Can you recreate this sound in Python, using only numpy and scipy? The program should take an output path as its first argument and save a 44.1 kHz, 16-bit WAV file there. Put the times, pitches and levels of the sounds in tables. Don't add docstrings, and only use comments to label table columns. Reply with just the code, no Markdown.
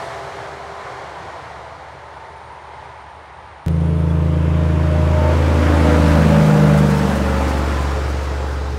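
import sys
import numpy as np
from scipy import signal
from scipy.fft import rfft, irfft, next_fast_len
from scipy.io import wavfile
from scipy.ndimage import uniform_filter1d, map_coordinates

SR = 44100
rng = np.random.default_rng(int(sys.argv[2]) if len(sys.argv) > 2 else 0)


def voltage_ratio(level):
    return 10 ** (np.asarray(level, float) / 20)


def persist_wave(psi):
    counts = np.round(np.clip(psi, -1, 1) * 32767).astype(np.int16)
    wavfile.write(sys.argv[1], SR, np.atleast_2d(counts).T)


N = 387330
CUT_S = 3.6627


def seconds():
    return np.arange(N) / SR


def unit(x):
    return x / np.sqrt(np.mean(x ** 2) + 1e-20)


def along(points, hz):
    f, v = np.transpose(points)
    return np.interp(np.log(hz + 1), np.log(f + 1), v)


def curves(rows):
    s, *columns = np.transpose(rows)
    return [np.interp(seconds(), s, column) for column in columns]


def bump(s, lasts):
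    return np.exp(-.5 * ((seconds() - s) / lasts) ** 2)


def wobble(rate):
    knots = rng.standard_normal(int(N * rate / SR) + 4)
    return map_coordinates(knots, [np.arange(N) * rate / SR])


def filtered(x, response):
    m = next_fast_len(N + SR // 2)
    return irfft(rfft(x, m) * response(np.fft.rfftfreq(m, 1 / SR)), m)[..., :N]


def coloured(colour):
    return unit(filtered(rng.standard_normal(N), lambda f: voltage_ratio(along(colour, f))))


def narrow(hz, width):
    return unit(filtered(rng.standard_normal(N), lambda f: np.exp(-((f - hz) / width) ** 2)))


def swells(rows):
    return sum(voltage_ratio(db) * bump(s, lasts) * narrow(hz, width) for s, hz, width, db, lasts in rows)


def tone(hz, blur, flutter_db, free=1):
    turn = 2 * np.pi * (np.cumsum(hz) / SR + free * rng.random())
    level = np.sqrt(2) * voltage_ratio(flutter_db * wobble(9))
    return level * np.sin(turn + blur * wobble(12))


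def crank(lag):
    true_hz, mach = 25.116, .0787
    abreast_s, reach_s = 6.767, .733
    u = (seconds() - lag - abreast_s) / reach_s
    return true_hz / (1 + mach * u / np.sqrt(1 + u * u))


def passing(hz, beam, echo, screened=0):
    db, behind_db, power = beam
    strength, detour, s, reach = echo
    u = (seconds() - s) / reach
    far = np.sqrt(1 + u * u)
    strength = np.clip(strength * (1 - screened * u / far), 0, 1)
    bounce = strength * np.exp(2j * np.pi * hz * detour / far / 343)
    return voltage_ratio(db + behind_db * u / far) * far ** -power * np.abs(1 + bounce)


EXHAUST = (3, 5, 6, 8, 9, 11)
# level abreast in dB, gain behind in dB, falloff power.
EXHAUST_BEAM = [(-12.5, -2.5, 0.95), (-24, -5.5, 0.82), (-27.5, -15, 0.62), (-19.5, -4.5, 4),
                (-25.5, -2.7, 2), (-26, -8.5, 2.46)]
# strength 0-1, detour abreast in m, nearest in seconds, reach in seconds.
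EXHAUST_ECHO = [(0.79, 2.52, 6.79, 0.49), (0.75, 1.57, 6.45, 0.64), (1, 3.41, 7.31, 0.58),
                (0.82, 1.28, 6.83, 1.09), (0.67, 2.16, 6.49, 0.74), (0.86, 3.24, 6.82, 0.985)]
BLOCK_ORDERS = (12, 13, 14, 16, 19)
BLOCK_AIM = [(-35, -11.5, 2.5), (-34, -4, 1.9), (-28, -4, 2.6), (-40, -4.5, .7), (-35, -4.5, 1.35)]
BLOCK_BOUNCE = [(.85, 1.91, 6.91, 1.43), (.43, 2.67, 6.84, 1.32), (.88, .5, 6.72, .97),
                (.59, 2.3, 6.96, 1.27), (.46, 1.9, 6.37, .95)]
# multiple of the crank speed, level in dB. They share one aim and echo.
WEAK_ORDERS = [(2, -24), (4, 2.5), (7, -13), (8.5, -1.5), (10.5, -10), (15, -27), (18, -0.5)]
WEAK_AIM = (-43.5, -5.5, 1.37)
WEAK_BOUNCE = (0.31, 0.35, 6.1, 1.12)
# time in seconds, pitch in Hz, level in dB.
TURBO_WHINE = [(4, 10650, -88), (4.3, 10620, -77), (5, 10500, -71), (5.7, 10270, -68), (6.3, 9800, -67),
               (6.7, 9500, -100)]


def engine():
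    hz = crank(0)
    out = 0
    for k, beam, echo in zip(EXHAUST, EXHAUST_BEAM, EXHAUST_ECHO):
        out += passing(k * hz, beam, echo, screened=0.31) * tone(k * hz, blur=.04, flutter_db=.3, free=0)
    for k, beam, echo in zip(BLOCK_ORDERS, BLOCK_AIM, BLOCK_BOUNCE):
        out += passing(k * hz, beam, echo) * tone(k * hz, blur=.1, flutter_db=1, free=0)
    weak = sum(voltage_ratio(db) * tone(k * hz, blur=.1, flutter_db=1, free=0) for k, db in WEAK_ORDERS)
    turbo_hz, turbo_db = curves(TURBO_WHINE)
    whine = voltage_ratio(turbo_db) * tone(turbo_hz, blur=2, flutter_db=5)
    return out + passing(12 * hz, WEAK_AIM, WEAK_BOUNCE) * weak + whine


# tractor level in dB, tractor nearest in seconds, trailer level in dB, falloff power.
ROAD_LAYERS = [(-21.5, 6.35, -45, 1.26), (-26.5, 6.03, -30.5, 1.82), (-38, 5.94, -42, 1.45),
               (-47, 6.4, -51, 2.03)]


def near_levels():
    trailer_s, reach_s = 7.33, .85

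    def heard(db, s, power):
        return voltage_ratio(2 * db) * (1 + ((seconds() - s) / reach_s) ** 2) ** -power

    return [10 * np.log10(heard(tractor_db, s, power) + heard(trailer_db, trailer_s, power))
            for tractor_db, s, trailer_db, power in ROAD_LAYERS]


HANDOVER_HZ = [290, 2820, 6500], [837, 2850, 7450]


def road(levels, colours, place, split_hz, patchy_db):
    spectrum = signal.stft(rng.standard_normal(N), nperseg=512)[2]
    field = uniform_filter1d(rng.standard_normal(spectrum.shape), 4, 0)
    field = uniform_filter1d(field, 10, 1)
    noise = signal.istft(spectrum * voltage_ratio(patchy_db * unit(field)), nperseg=512)[1][:N]
    edges = [1, *split_hz, SR]
    out = 0
    for db, lo, hi in zip(levels, edges, edges[1:]):
        def share(f):
            return np.sqrt(1 / (1 + (f / hi) ** 6) - 1 / (1 + (f / lo) ** 6))

        for k, colour in enumerate(colours):
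            weight = np.clip(1 - np.abs(place - k), 0, 1)
            layer = unit(filtered(noise, lambda f: share(f) * voltage_ratio(along(colour, f))))
            out = out + weight * voltage_ratio(db) * layer
    return out


# time in seconds, pitch in Hz, level in dB, length in seconds.
AXLE_SONGS = [(6.32, 568, -29, .13), (6.67, 582, -28.5, .13), (7.47, 875, -36, .13), (6.7, 835, -36, .07),
              (5.25, 616, -28, .17), (5.28, 573, -34, .15), (5.25, 899, -39, .25), (5.3, 990, -40, .22),
              (7.2, 446, -33, .14), (7.95, 538, -39, .3), (7.05, 555, -32, .15), (4.05, 617, -44, .3),
              (6.55, 476, -32, .13)]


def axles():
    hz = crank(.3)
    out = 0
    for s, pitch, db, lasts in AXLE_SONGS:
        glide = pitch * hz / np.interp(s, seconds(), hz)
        out += voltage_ratio(db) * bump(s, lasts) * tone(glide, blur=.6, flutter_db=2)
    return out


# multiple of the crank speed, lag behind the exhaust in seconds.
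TREADS = [(18.24, .1), (36.48, .1), (54.72, .08), (22.68, .1), (33.18, -.05), (21.2, .2)]
# level abreast in dB, gain behind in dB, falloff power.
TREAD_AIM = [(-34, 9.5, 1.08), (-36, 0.5, 1.4), (-43.5, 2, 1.7), (-30.5, -2, 0.7), (-34, 1.5, 1.9),
             (-31, 3, 1.15)]
# strength 0-1, detour abreast in m, nearest in seconds, reach in seconds.
TREAD_BOUNCE = [(0.44, 1.48, 5.55, 0.71), (0.35, 1.285, 6.54, 0.73), (0.27, 0.67, 6.74, 1.45),
                (0.63, 1.374, 6.37, 0.52), (0.82, 1.04, 5.95, 0.74), (0.56, 0.83, 5.97, 0.36)]
# frequency in Hz, dB per Hz.
ROAR_COMING = [(40, -23), (100, 0.5), (190, 0), (250, -3), (330, -5.5), (480, -3.5), (750, -13.5),
               (1000, -11.5), (1850, -23), (2300, -26.5), (3600, -35.5), (4200, -40.5), (7500, -46.5),
               (15500, -56)]
ROAR_ABREAST = [(40, -17), (100, 0), (180, 4), (260, 4), (380, -4.5), (550, -1.5), (900, -9.5),
                (1400, -10.5), (2200, -19), (3300, -26), (5000, -30), (8000, -34.5), (12000, -40),
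                (15500, -43)]
ROAR_LEAVING = [(40, -25), (100, 2.5), (170, -3), (250, -13.5), (350, -5.5), (550, -6), (900, -9.5),
                (1300, -8.5), (2000, -14.5), (3000, -21.5), (5000, -21.5), (8000, -28), (12000, -35.5),
                (15500, -37)]
# time in seconds, place (0 coming, 1 abreast, 2 leaving).
PASS_PLACE = [(4.6, 0), (6, 1), (7.3, 1), (8, 2)]


def tyres():
    out = axles()
    for (k, lag), beam, echo in zip(TREADS, TREAD_AIM, TREAD_BOUNCE):
        hz = k * crank(lag)
        out += passing(hz, beam, echo) * tone(hz, blur=.35, flutter_db=2)
    throb = 1 + 0.062 * np.sin(4 * np.pi * np.cumsum(crank(0)) / SR)
    colours = [ROAR_COMING, ROAR_ABREAST, ROAR_LEAVING]
    roar = road(near_levels(), colours, curves(PASS_PLACE)[0], HANDOVER_HZ[1], patchy_db=1.0)
    return out + throb * voltage_ratio(0.19 * wobble(8)) * roar


# time in seconds, peak level in dB, length in seconds.
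CHAIN_SHAKES = [(5.72, -52, .01), (6.09, -51, .01), (6.53, -52, .01), (6.786, -38.5, 0.0099),
                (6.91, -44, .01), (7.094, -45, .015), (7.16, -43, 0.01), (7.49, -48, 0.014),
                (7.59, -49, .01), (7.68, -57, .01), (7.818, -50, .015), (8.11, -62, .01),
                (8.242, -55, .015), (8.52, -57, .03), (8.74, -60, .01)]
# frequency in Hz, level in dB.
STEEL = [(2000, -27), (4000, 2), (9000, 1), (15000, -9)]
# time in seconds, pitch in Hz, width in Hz, level in
# dB, length in seconds.
HIGH_ORDER_RINGS = [
    (7.45, 1040, 14, -37, .1),
    (7.75, 1010, 16, -35, .12),
]


def chains():
    shake = sum(voltage_ratio(db) * bump(s, length) for s, db, length in CHAIN_SHAKES)
    jingle = voltage_ratio(near_levels()[3] - 7 + 5 * wobble(45)) * (seconds() > 6.4)
    return (shake + jingle) * coloured(STEEL) + swells(HIGH_ORDER_RINGS)


# time in seconds, level in dB, length in seconds.
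GUSTS = [
    (6.1, -33, 0.17),
    (6.4, -46, .1),
    (4.45, -57, .1),
    (7.4, -53, .1),
    (8.8, -44, .06),
]


def buffet():
    low = filtered(rng.standard_normal(N), lambda f: (f / 50) ** 2 * np.exp(-(f / 50) ** 2))
    breeze = voltage_ratio(-58)
    push = breeze + sum(voltage_ratio(db) * bump(s, lasts) for s, db, lasts in GUSTS)
    return push * unit(voltage_ratio(4.5 * wobble(12)) * low)


# time in seconds, level in dB.
FAR_ROAR = [(0, -31), (.5, -33), (1.2, -34.5), (1.9, -37), (2.4, -38), (2.8, -38), (3.25, -39.5),
            (3.65, -40.5)]
# dB over the roar at the start, dB lost per dB the roar loses.
FAR_FADES = [
    (-13, 0.73),
    (0.5, 1.07),
    (-15.5, 1.7),
    (-32, 5.5),
]


def far_levels():
    roar_db, = curves(FAR_ROAR)
    start_db = FAR_ROAR[0][1]
    return [start_db + db + grows * (roar_db - start_db) for db, grows in FAR_FADES]


# frequency in Hz, dB per Hz.
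FAR_EARLY_COLOUR = [(40, -17), (65, -1.5), (135, 4), (230, -17), (400, -8), (700, -2), (950, -3.5),
                    (1300, -8), (2150, -14), (2600, -22), (4300, -21.5), (4800, -24), (10000, -26),
                    (15500, -40)]
FAR_LATE_COLOUR = [(24, -48), (40, -17), (63, 5.5), (197, -17.5), (351, -35), (385, -37), (702, -21),
                   (864, -1.5), (1310, -17), (1940, -19.5), (10000, -47), (13000, -87), (22000, -120)]
# pitch in Hz, level in dB, loudest in seconds, length in seconds, wander in radians.
FAR_SONGS = [(75, -48, 1.5, 3, 1.), (398, -42, .5, .45, .2), (398, -54, 2.6, .5, .4),
             (673, -37, .1, .25, .3), (675, -43, .68, .1, .4), (672, -46, 1.4, .3, .5)]
# time in seconds, pitch in Hz, width in Hz, level in dB, length in seconds.
FAR_BLURS = [(.8, 780, 10, -47, .8), (2.75, 860, 24, -43, .27), (2.3, 900, 16, -46, .3),
             (1, 1010, 16, -47, .6), (2.7, 950, 60, -44, .4)]


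def far_truck():
    away = np.clip((seconds() - 1.2) / 5.8, 0, 1)
    colours = [FAR_EARLY_COLOUR, FAR_LATE_COLOUR]
    out = voltage_ratio(.7 * wobble(6.4)) * road(far_levels(), colours, away, HANDOVER_HZ[0], patchy_db=0.5)
    for hz, db, s, lasts, wander in FAR_SONGS:
        out += voltage_ratio(db) * bump(s, lasts) * tone(np.full(N, hz), wander, flutter_db=0.0)
    return out + swells(FAR_BLURS)


# time in seconds, level in dB.
CHORUS = [(0, -79), (2.5, -66), (3.64, -70), (3.7, -57), (4.1, -61), (5.2, -68), (5.5, -63)]
# time in seconds, pitch in Hz, width in Hz, level in dB, length in seconds.
LONE_CHIRPS = [
    (4.11, 3400, 60, -45, .009),
    (4.18, 13000, 250, -73, .12),
    (2.45, 9800, 90, -77, .25),
    (3.2, 9400, 150, -78, .3),
    (4.9, 9500, 250, -69, .4),
    (3.9, 9150, 150, -68, .2),
]


def insects():
    t = seconds()
    song = voltage_ratio(1.5 * wobble(60)) * np.where(t < CUT_S, narrow(8950, 520), narrow(9150, 260))
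    db = np.where(t < 5.5, curves(CHORUS)[0], -80)
    unmasked = np.clip(t / 1.6, 0, 1) ** 2
    return unmasked * voltage_ratio(db - 3) * unit(song) + swells(LONE_CHIRPS)


# time in seconds, step in dB, relaxation in seconds.
CLICKS = [
    (3.6627, -16, .002),
    (3.6831, -12.5, .0012),
]


def scene():
    t = seconds()
    fade = np.clip((t - CUT_S) / 0.003, 0, 1)
    near_truck = engine() + tyres() + chains() + buffet()
    out = (t < CUT_S) * far_truck() + fade * near_truck + insects()
    for s, db, relax in CLICKS:
        out += voltage_ratio(db) * (t >= s) * np.exp(-np.abs(t - s) / relax)
    return out[None]


def low_pass(x):
    return signal.sosfilt(signal.butter(12, 15850, fs=SR, output="sos"), x)


# frequency in Hz, dB per Hz.
MIC_HISS = [(6000, -40), (9000, 0), (12000, 0), (15500, -5)]


def record(dry):
    t = seconds()
    x = filtered(dry + voltage_ratio(-82) * coloured(MIC_HISS), lambda f: f < 15740)
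    # lower edge in Hz, first flicker in seconds, depth 0-1
    for edge_hz, start, depth in ((10000, 2.1, .6), (13000, 2.2, .6), (15000, 1, .95)):
        top = filtered(x, lambda f: 1 / (1 + (edge_hz / (f + 1)) ** 40))
        faint = np.clip(t - start, 0, 1 + depth) * (t < CUT_S)
        shut = uniform_filter1d(1. * (wobble(40) < 2 * faint * depth - 1.5), size=300)
        x = x - depth * shut * (faint > 0) * top
    mix = x / (1 + np.abs(x / .8) ** 4) ** (1 / 4)
    return low_pass(mix)


dry = scene()
out = record(dry)
persist_wave(out)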